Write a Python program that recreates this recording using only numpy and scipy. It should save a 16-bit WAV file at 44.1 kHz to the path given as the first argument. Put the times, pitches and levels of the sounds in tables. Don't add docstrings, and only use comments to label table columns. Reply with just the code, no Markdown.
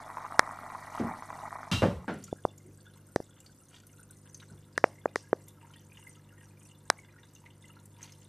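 import sys
import numpy as np
from scipy import signal
from scipy.fft import rfft, irfft, next_fast_len
from scipy.io import wavfile

SR = 44100
rng = np.random.default_rng(int(sys.argv[2]) if len(sys.argv) > 2 else 0)


def dump_mix(stems):
    frames = np.atleast_2d(stems).T
    limited = np.clip(frames, -1, 1)
    pcm = np.round(limited * 32767).astype(np.int16)
    wavfile.write(sys.argv[1], SR, pcm)


N = 365148

# multiple_of_mains, level_db
PUMP_HARMONICS = [(1, -16.5), (2, 0.5), (3, -2), (4, -8.5), (5, -20.5), (6, -12), (7, -14), (8, -17),
                  (9, -28.5), (10, -16.5), (12, -24.5)]
# time_s, level_db
PUMP_LEVEL = [(0, -57.5), (2.7, -55), (3.6, -62.5), (4.3, -55), (6.6, -56.5), (7.3, -58), (8.0, -56)]
# frequency_hz, level_db
ROOM_TONE = [(20, -22.5), (50, -7.5), (120, -3), (200, -4.5), (300, -6), (430, -14.5), (520, -11.5),
             (620, -18.5), (1400, -21.5), (2500, -32.5), (4500, -32.5), (14000, -33.5)]
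# frequency_hz, t60_s
ROOM_T60 = [(60, 0.67), (210, 0.33), (560, 0.29), (1500, 0.24), (4000, 0.36), (14000, 0.57)]
# frequency_hz, level_db
JET_COLOUR = [(60, -18), (150, -11.5), (270, -2.5), (380, -17.5), (500, -13), (620, -5), (950, -1.5),
              (1300, -1), (1550, -9.5), (1850, -3), (2330, -4.5), (2650, -30.5), (4000, -43)]
# start_s, level_db (relative), pitch_hz
GULPS = [(0.101, -30, 1070), (0.17, -26.5, 960), (0.182, -27.5, 980), (0.23, -35, 970), (0.249, -27.5, 970),
         (0.432, -35, 931), (0.491, -30, 900), (0.701, -29.5, 1090), (0.749, -27.5, 980),
         (1.223, -29.5, 982), (1.303, -27, 1030), (1.388, -32.5, 970), (1.591, -36, 780)]
# frequency_hz, level_db
FIZZ_COLOUR = [(4000, -16), (5200, -11.5), (6000, -3), (7200, -0.5), (8800, 4.5), (10500, 0), (12000, -2.5),
               (14300, -8)]
# frequency_hz, level_db
JET_FIZZ_COLOUR = [(3000, -5), (4000, -1), (4900, -6), (6000, -1), (7200, -0.5), (9000, 1.5), (11000, 0.5),
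                   (12500, -3.5), (14300, -3.5)]
# time_s, openness (0 over the pump, 1 over open water)
OPEN_WATER = [(0, 0), (4.2, 0.031), (5.0, 0.97), (8.28, 0.91)]
# frequency_hz, width_hz, pump_level_db, open_water_level_db
AIR_RESONANCES = [(935, 85, -5, 3), (1440, 120, -4, -9.5), (1627, 84, -3, -2), (2050, 200, -6, -2),
                  (2850, 240, -3, -2), (3570, 340, -2, -5), (4600, 700, -14, -12)]
# centre_s, length_s, level_db
GURGLES = [(2.96, 0.026, -67.5), (3.38, 0.016, -63), (3.75, 0.034, -74), (4.28, 0.019, -63.5),
           (4.43, 0.017, -57), (5.65, .04, -64), (6.0, 0.032, -66), (7.46, 0.021, -65),
           (8.03, 0.034, -61.5)]
# start_s, strength_db, body_hz, damping (width / body_hz), softness_corner_hz,
# ring_level_db, ring_hz, crack_level_db, thud_level_db, spray_level_db
DROPS = [(0.3936, 25, 880, 1.64, 2130, 21.5, 1740, 5.5, 2, -35),
         (2.3272, 12.5, 340, 1.6, 750, -37, 1500, -38, 5, -33.5),
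         (2.4509, 20, 481.5, 1.1, 1160, -11.5, 2080, -48, 8.5, -25.5),
         (3.1602, 20.5, 380, 1.04, 814, 8.5, 1810, -10.5, 10, -21),
         (3.2015, 7, 380, 1.05, 766, -18, 1750, -46, 1, -29),
         (4.7780, 12.5, 463, 0.86, 2040, 19, 1780, -6.5, -15.5, -17),
         (4.8410, 28, 550, 0.65, 2730, 10, 1720, -18.5, -4.5, -16),
         (5.0568, 21.5, 498, 0.53, 1820, -1.5, 1920, -37, -29, -34),
         (5.158, 16.5, 426, 0.4, 1200, 14, 1920, -9.5, -23.5, -10),
         (5.3296, 26.5, 431, 0.41, 1780, 2, 1525, -37.5, -14, -29),
         (6.901, 18.5, 724, 0.89, 2760, 14.5, 1620, 7, -22.5, -41)]
# multiple_of_ring_pitch, width_hz, level_db
DROP_RING = [(.55, 304.7, -6), (0.998, 323.6, 0)]
# frequency_hz, width_hz, level_db
DROP_CRACK = [(3980, 110, 0.5), (5350, 1200, 5), (8190, 1800, -5), (9300, 3000, -10)]
# centre_s, length_s, level_db
WASHES = [(0.975, 0.036, -53), (1.362, 0.012, -67), (2.235, 0.1, -63), (3.77, 0.062, -62),
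          (8.05, 0.046, -57)]
# start_s, boom_level_db, panel_level_db, panel_hz, ring_level_db, ring_hz,
# contact_level_db, contact_corner_hz, clack_level_db
KNOCKS = [(0.998, 17.5, 28, 237, -18, 377, 9.5, 640, -41), (1.715, 28.5, 28, 199, 8, 1350, 5, 5600, 18),
          (1.821, 29.5, 33, 199, 23.5, 563, 22, 810, -13),
          (2.080, 8.5, 22.5, 196, 10, 1416, 14.5, 774, -45),
          (2.650, -9.5, 2.5, 324, -11.5, 459, -29.5, 700, -49), (4.511, 3, 4, 179, -15, 396, -15, 710, -40)]
# frequency_hz, width_hz, level_db
RIM_CLACK = [(2680, 25, -5), (2804, 46, 5), (3080, 44, -5.5), (3200, 29, 1), (3500, 89, -10.5),
             (3880, 120, -0.5), (3966, 170, -4), (6370, 190, -21.5), (7140, 700, -37)]
# start_s, level_db (relative), pitch_hz
POPS = [(2.2394, -39, 6760), (2.279, -45.5, 1350), (2.579, -48, 6850), (3.4027, -45, 7580),
        (3.4622, -46.5, 4620), (3.761, -45.5, 3640), (3.868, -47.5, 9400), (4.1083, -47, 9170),
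        (4.256, -54, 1630), (4.3452, -42, 6230), (4.4006, -44, 3780), (5.4822, -42.5, 9150),
        (5.737, -46.5, 3080), (5.9715, -46.5, 2830), (6.986, -44.5, 2180), (7.3504, -48.5, 6200),
        (7.4609, -46.5, 2110), (7.856, -48, 7870), (8.0287, -40, 6400), (8.0386, -43.5, 4130),
        (8.1213, -45, 5250)]

MAINS_HZ, CUTOFF_HZ, TANK_T60_S = 50.0, 14500, 0.041
JET_DB, JET_FADE_START_S, JET_RUN_DOWN_S = -44.5, 1.42, 0.77
FIZZ_DB, FIZZ_SWELL_DB, CLUSTERS_PER_S = -69.2, 3, 9
SIMMER_PUMP_DB, SIMMER_OPEN_DB = -71.5, -67


def from_db(db):
    return 10 ** (np.asarray(db) / 20)


def rms_one(x):
    return x / np.sqrt(np.mean(x ** 2) + 1e-20)


def in_time(points):
    time_s, value = np.transpose(points)
    return np.interp(np.arange(N) / SR, time_s, value)


def at_hz(points, hz):
    table_hz, value = np.array(points).T
    return np.interp(np.log(hz + 1e-9), np.log(table_hz), value)


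def coloured(x, points):
    size = next_fast_len(N)
    weight = from_db(at_hz(points, np.fft.rfftfreq(size, 1 / SR)))
    return rms_one(irfft(rfft(x, size) * weight, size)[..., :N])


def drift(rate):
    knots = rng.standard_normal(1000)
    return np.interp(np.arange(N) / SR * rate, np.arange(len(knots)), knots)


def lowpass(x, hz, order=2):
    return signal.sosfilt(signal.butter(order, min(hz, .45 * SR), fs=SR, output="sos"), x)


def highpass(x, hz):
    return signal.sosfilt(signal.butter(2, hz, "high", fs=SR, output="sos"), x)


def resonate(x, hz, width):
    radius = np.exp(-np.pi * width / SR)
    feed = np.array([1, 0, -1]) * (1 - radius * radius) / 2
    feedback = [1, -2 * radius * np.cos(2 * np.pi * hz / SR), radius * radius]
    return signal.lfilter(feed, feedback, x + 1e-18)


def modes(x, table):
    total = 0
    for k, (hz, width, db) in enumerate(table):
        total = total + (-1) ** k * from_db(db) * resonate(x, hz, width)
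    return total


def add(out, start_s, sound):
    i = max(round(start_s * SR), 0)
    out[i:i + len(sound)] += sound[:N - i]


def swells(rows):
    t = np.arange(N) / SR
    return sum(from_db(db) * np.exp(-((t - centre_s) / length_s) ** 2) for centre_s, length_s, db in rows)


def room_tail(build_s=0.00085):
    t = np.arange(SR // 2) / SR
    white = rfft(rng.standard_normal(len(t)))
    hz = np.fft.rfftfreq(len(t), 1 / SR)
    edges = np.append(0, np.geomspace(70, SR / 2, 17))
    tail = 0
    for low, high in zip(edges, edges[1:]):
        band = irfft(white * (hz >= low) * (hz < high), len(t))
        decay = from_db(-60 * t / at_hz(ROOM_T60, (low + high) / 2))
        band = band * decay * (1 - np.exp(-t / build_s))
        tail = tail + rms_one(band) * np.sqrt(high - low)
    return rms_one(tail) / np.sqrt(len(t))


def in_room(x, wet_db):
    return x + from_db(wet_db) * signal.fftconvolve(x, room_tail())[:N]


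def in_tank(x, wet_db):
    t = np.arange(SR // 8) / SR
    echoes = rng.standard_normal(len(t)) * from_db(-60 * t / TANK_T60_S)
    echoes = rms_one(echoes) / np.sqrt(len(t))
    return x + from_db(wet_db) * signal.fftconvolve(x, echoes)[:N]


def bubble(hz, cycles, rise, onset_cycles=.01):
    age = np.arange(int(cycles * SR / hz) + 2) * hz / (cycles * SR)
    ring = np.sin(2 * np.pi * cycles * age * (1 + rise * age / 2))
    onset = 1 - np.exp(-age * cycles / onset_cycles)
    return ring * np.exp(-np.log(1000) * age) * onset


def swarm(per_s, low_hz, high_hz, cycles, spread_db, rise, onset_cycles=.01):
    out = np.zeros(N)
    for when, pitch, size, life in rng.random((int(per_s * N / SR), 4)):
        gain = from_db(spread_db * min(-np.log(size), 4))
        hz = low_hz * (high_hz / low_hz) ** pitch
        add(out, when * (N - 1) / SR, gain * bubble(hz, cycles * (.5 + life), rise, onset_cycles))
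    return out


def pump(hum_db=-4.5, room_tone_db=-63):
    turns = MAINS_HZ * np.arange(N) / SR
    hum = np.zeros(N)
    for multiple, db in PUMP_HARMONICS:
        hum += from_db(db + drift(6)) * np.sin(2 * np.pi * (multiple * turns + rng.random()))
    room_tone = coloured(rng.standard_normal(N), ROOM_TONE)
    return np.sqrt(2) * from_db(in_time(PUMP_LEVEL) + hum_db) * hum + from_db(room_tone_db) * room_tone


def jet_flow():
    return np.clip(1 - (np.arange(N) / SR - JET_FADE_START_S) / JET_RUN_DOWN_S, 0, 1)


def jet(surge_db=2.2, surges_per_s=9, gulp_db=4, sputter_db=-3.0):
    babble = in_tank(swarm(per_s=600, low_hz=616, high_hz=2450, cycles=7.9, spread_db=2.0, rise=.15), wet_db=-3.5)
    sputter = swarm(per_s=70, low_hz=860, high_hz=1460, cycles=9.6, spread_db=3.5, rise=.1)
    churn = coloured(rms_one(babble) + from_db(sputter_db) * rms_one(sputter), JET_COLOUR)
    gulps = np.zeros(N)
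    for start_s, db, hz in GULPS:
        add(gulps, start_s, from_db(db + gulp_db) * bubble(hz, cycles=7.4, rise=0.11))
    gulps = highpass(lowpass(gulps, 2700, order=12), 560)
    level = from_db(JET_DB + surge_db * drift(surges_per_s)) * jet_flow()
    return level * churn + in_tank(gulps, wet_db=-5.5)


def fine_bubbles():
    bursts = swarm(per_s=75, low_hz=3900, high_hz=13500, cycles=22, spread_db=3.0, rise=.05, onset_cycles=0.33)
    return in_tank(bursts, wet_db=6.5)


def jet_bubbles():
    return in_tank(swarm(per_s=220, low_hz=3540, high_hz=13000, cycles=17, spread_db=0.5, rise=.05), wet_db=4.5)


def foam(side_db=-4, jet_fizz_db=-63, spots=3):
    fine = [sum(fine_bubbles() for _ in range(spots)) for _ in range(2)]
    dense = sum(jet_bubbles() for _ in range(spots))
    mid, side = coloured(np.array(fine), FIZZ_COLOUR)
    stereo = mid + from_db(side_db) * side * [[1], [-1]]
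    clusters = from_db(FIZZ_DB + FIZZ_SWELL_DB * drift(CLUSTERS_PER_S)) * stereo
    return clusters + from_db(jet_fizz_db) * jet_flow() * coloured(dense, JET_FIZZ_COLOUR)


def plinking_bubbles():
    return in_tank(swarm(per_s=25, low_hz=1270, high_hz=5666, cycles=42, spread_db=2.5, rise=.1), wet_db=8.5)


def simmer(babble_db=-8.5, swell_db=2, spots=2):
    openness = in_time(OPEN_WATER)
    plinks = sum(plinking_bubbles() for _ in range(spots))
    plinks = in_room(from_db(swell_db * drift(CLUSTERS_PER_S)) * plinks, wet_db=-7)
    babble = swarm(per_s=450, low_hz=850, high_hz=3160, cycles=15, spread_db=2.0, rise=.1)
    sources, heard = np.array([plinks, babble]), 0
    for k, (hz, width, pump_db, open_db) in enumerate(AIR_RESONANCES):
        gain = from_db(pump_db + openness * (open_db - pump_db))
        heard = heard + (-1) ** k * gain * resonate(sources, hz, width)
    plinks, babble = heard
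    level = from_db(SIMMER_PUMP_DB + openness * (SIMMER_OPEN_DB - SIMMER_PUMP_DB))
    return level * rms_one(plinks) + (from_db(babble_db) * level + swells(GURGLES)) * rms_one(babble)


def drops(thud_hz=95, spray_s=0.038):
    taps, spray = np.zeros(N), np.zeros(N)
    push, t = signal.unit_impulse(SR // 4), np.arange(SR // 4) / SR
    crack = sum(from_db(db) * resonate(push, hz, width) for hz, width, db in DROP_CRACK)
    crack = lowpass(crack, 9600, order=4)
    thud = lowpass(resonate(push, thud_hz, 150), 390)
    for start_s, db, hz, damping, soft_hz, ring_db, ring_hz, crack_db, thud_db, spray_db in DROPS:
        thock = lowpass(resonate(push, hz, damping * hz), soft_hz, order=6)
        thock = lowpass(thock, 2700, order=12)
        ring_modes = [(multiple * ring_hz, width, level) for multiple, width, level in DROP_RING]
        ring = lowpass(modes(push, ring_modes), 1.18 * ring_hz, order=8)
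        add(taps, start_s, from_db(db) * thock + from_db(ring_db) * ring)
        add(taps, start_s, from_db(crack_db) * crack + from_db(thud_db) * thud)
        mist = rms_one(rng.standard_normal(len(t)) * np.exp(-t / spray_s)) / np.sqrt(len(t))
        add(spray, start_s, from_db(spray_db) * lowpass(resonate(mist, 5350, 1500), 9000))
    room = lowpass(in_room(taps, wet_db=-28) - taps, 1900)
    return taps + room + spray


def washes():
    fine = swarm(per_s=350, low_hz=2300, high_hz=10200, cycles=6.6, spread_db=3.5, rise=0.055)
    return swells(WASHES) * rms_one(in_tank(fine, wet_db=3))


def knocks():
    out = np.zeros(N)
    for (start_s, boom_db, panel_db, panel_hz, ring_db, ring_hz,
         contact_db, contact_hz, clack_db) in KNOCKS:
        blow = room_tail(build_s=0.0024)
        blow = blow + from_db(-12.0) * signal.unit_impulse(len(blow))
        body = modes(blow, [(90, 42, boom_db), (panel_hz, 55, panel_db), (ring_hz, 170, ring_db)])
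        contact = lowpass(blow - lowpass(blow, 380, order=1), contact_hz)
        clack = modes(blow, RIM_CLACK)
        knock = lowpass(body, 1.5 * ring_hz) + from_db(contact_db) * contact + from_db(clack_db) * clack
        add(out, start_s, knock)
    return highpass(out, 48)


def pops(ping_db=-3.5, snap_db=2.0, snap_s=0.0017):
    out, t = np.zeros(N), np.arange(SR // 50) / SR
    for start_s, db, hz in POPS:
        snap = resonate(rng.standard_normal(len(t)) * np.exp(-t / snap_s), hz, hz / 3)
        add(out, start_s, from_db(db + snap_db) * snap)
        add(out, start_s, from_db(db + ping_db) * bubble(hz, cycles=60, rise=0.033))
    return in_room(in_tank(out, wet_db=6.0), wet_db=-10)


def scene():
    return pump() + jet() + foam() + simmer() + drops() + washes() + knocks() + pops()


def record(dry):
    limited = np.clip(dry, -.93, .93)
    return signal.sosfilt(signal.ellip(10, .1, 70, CUTOFF_HZ, fs=SR, output="sos"), limited)


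dry = scene()
out = record(dry)
dump_mix(out)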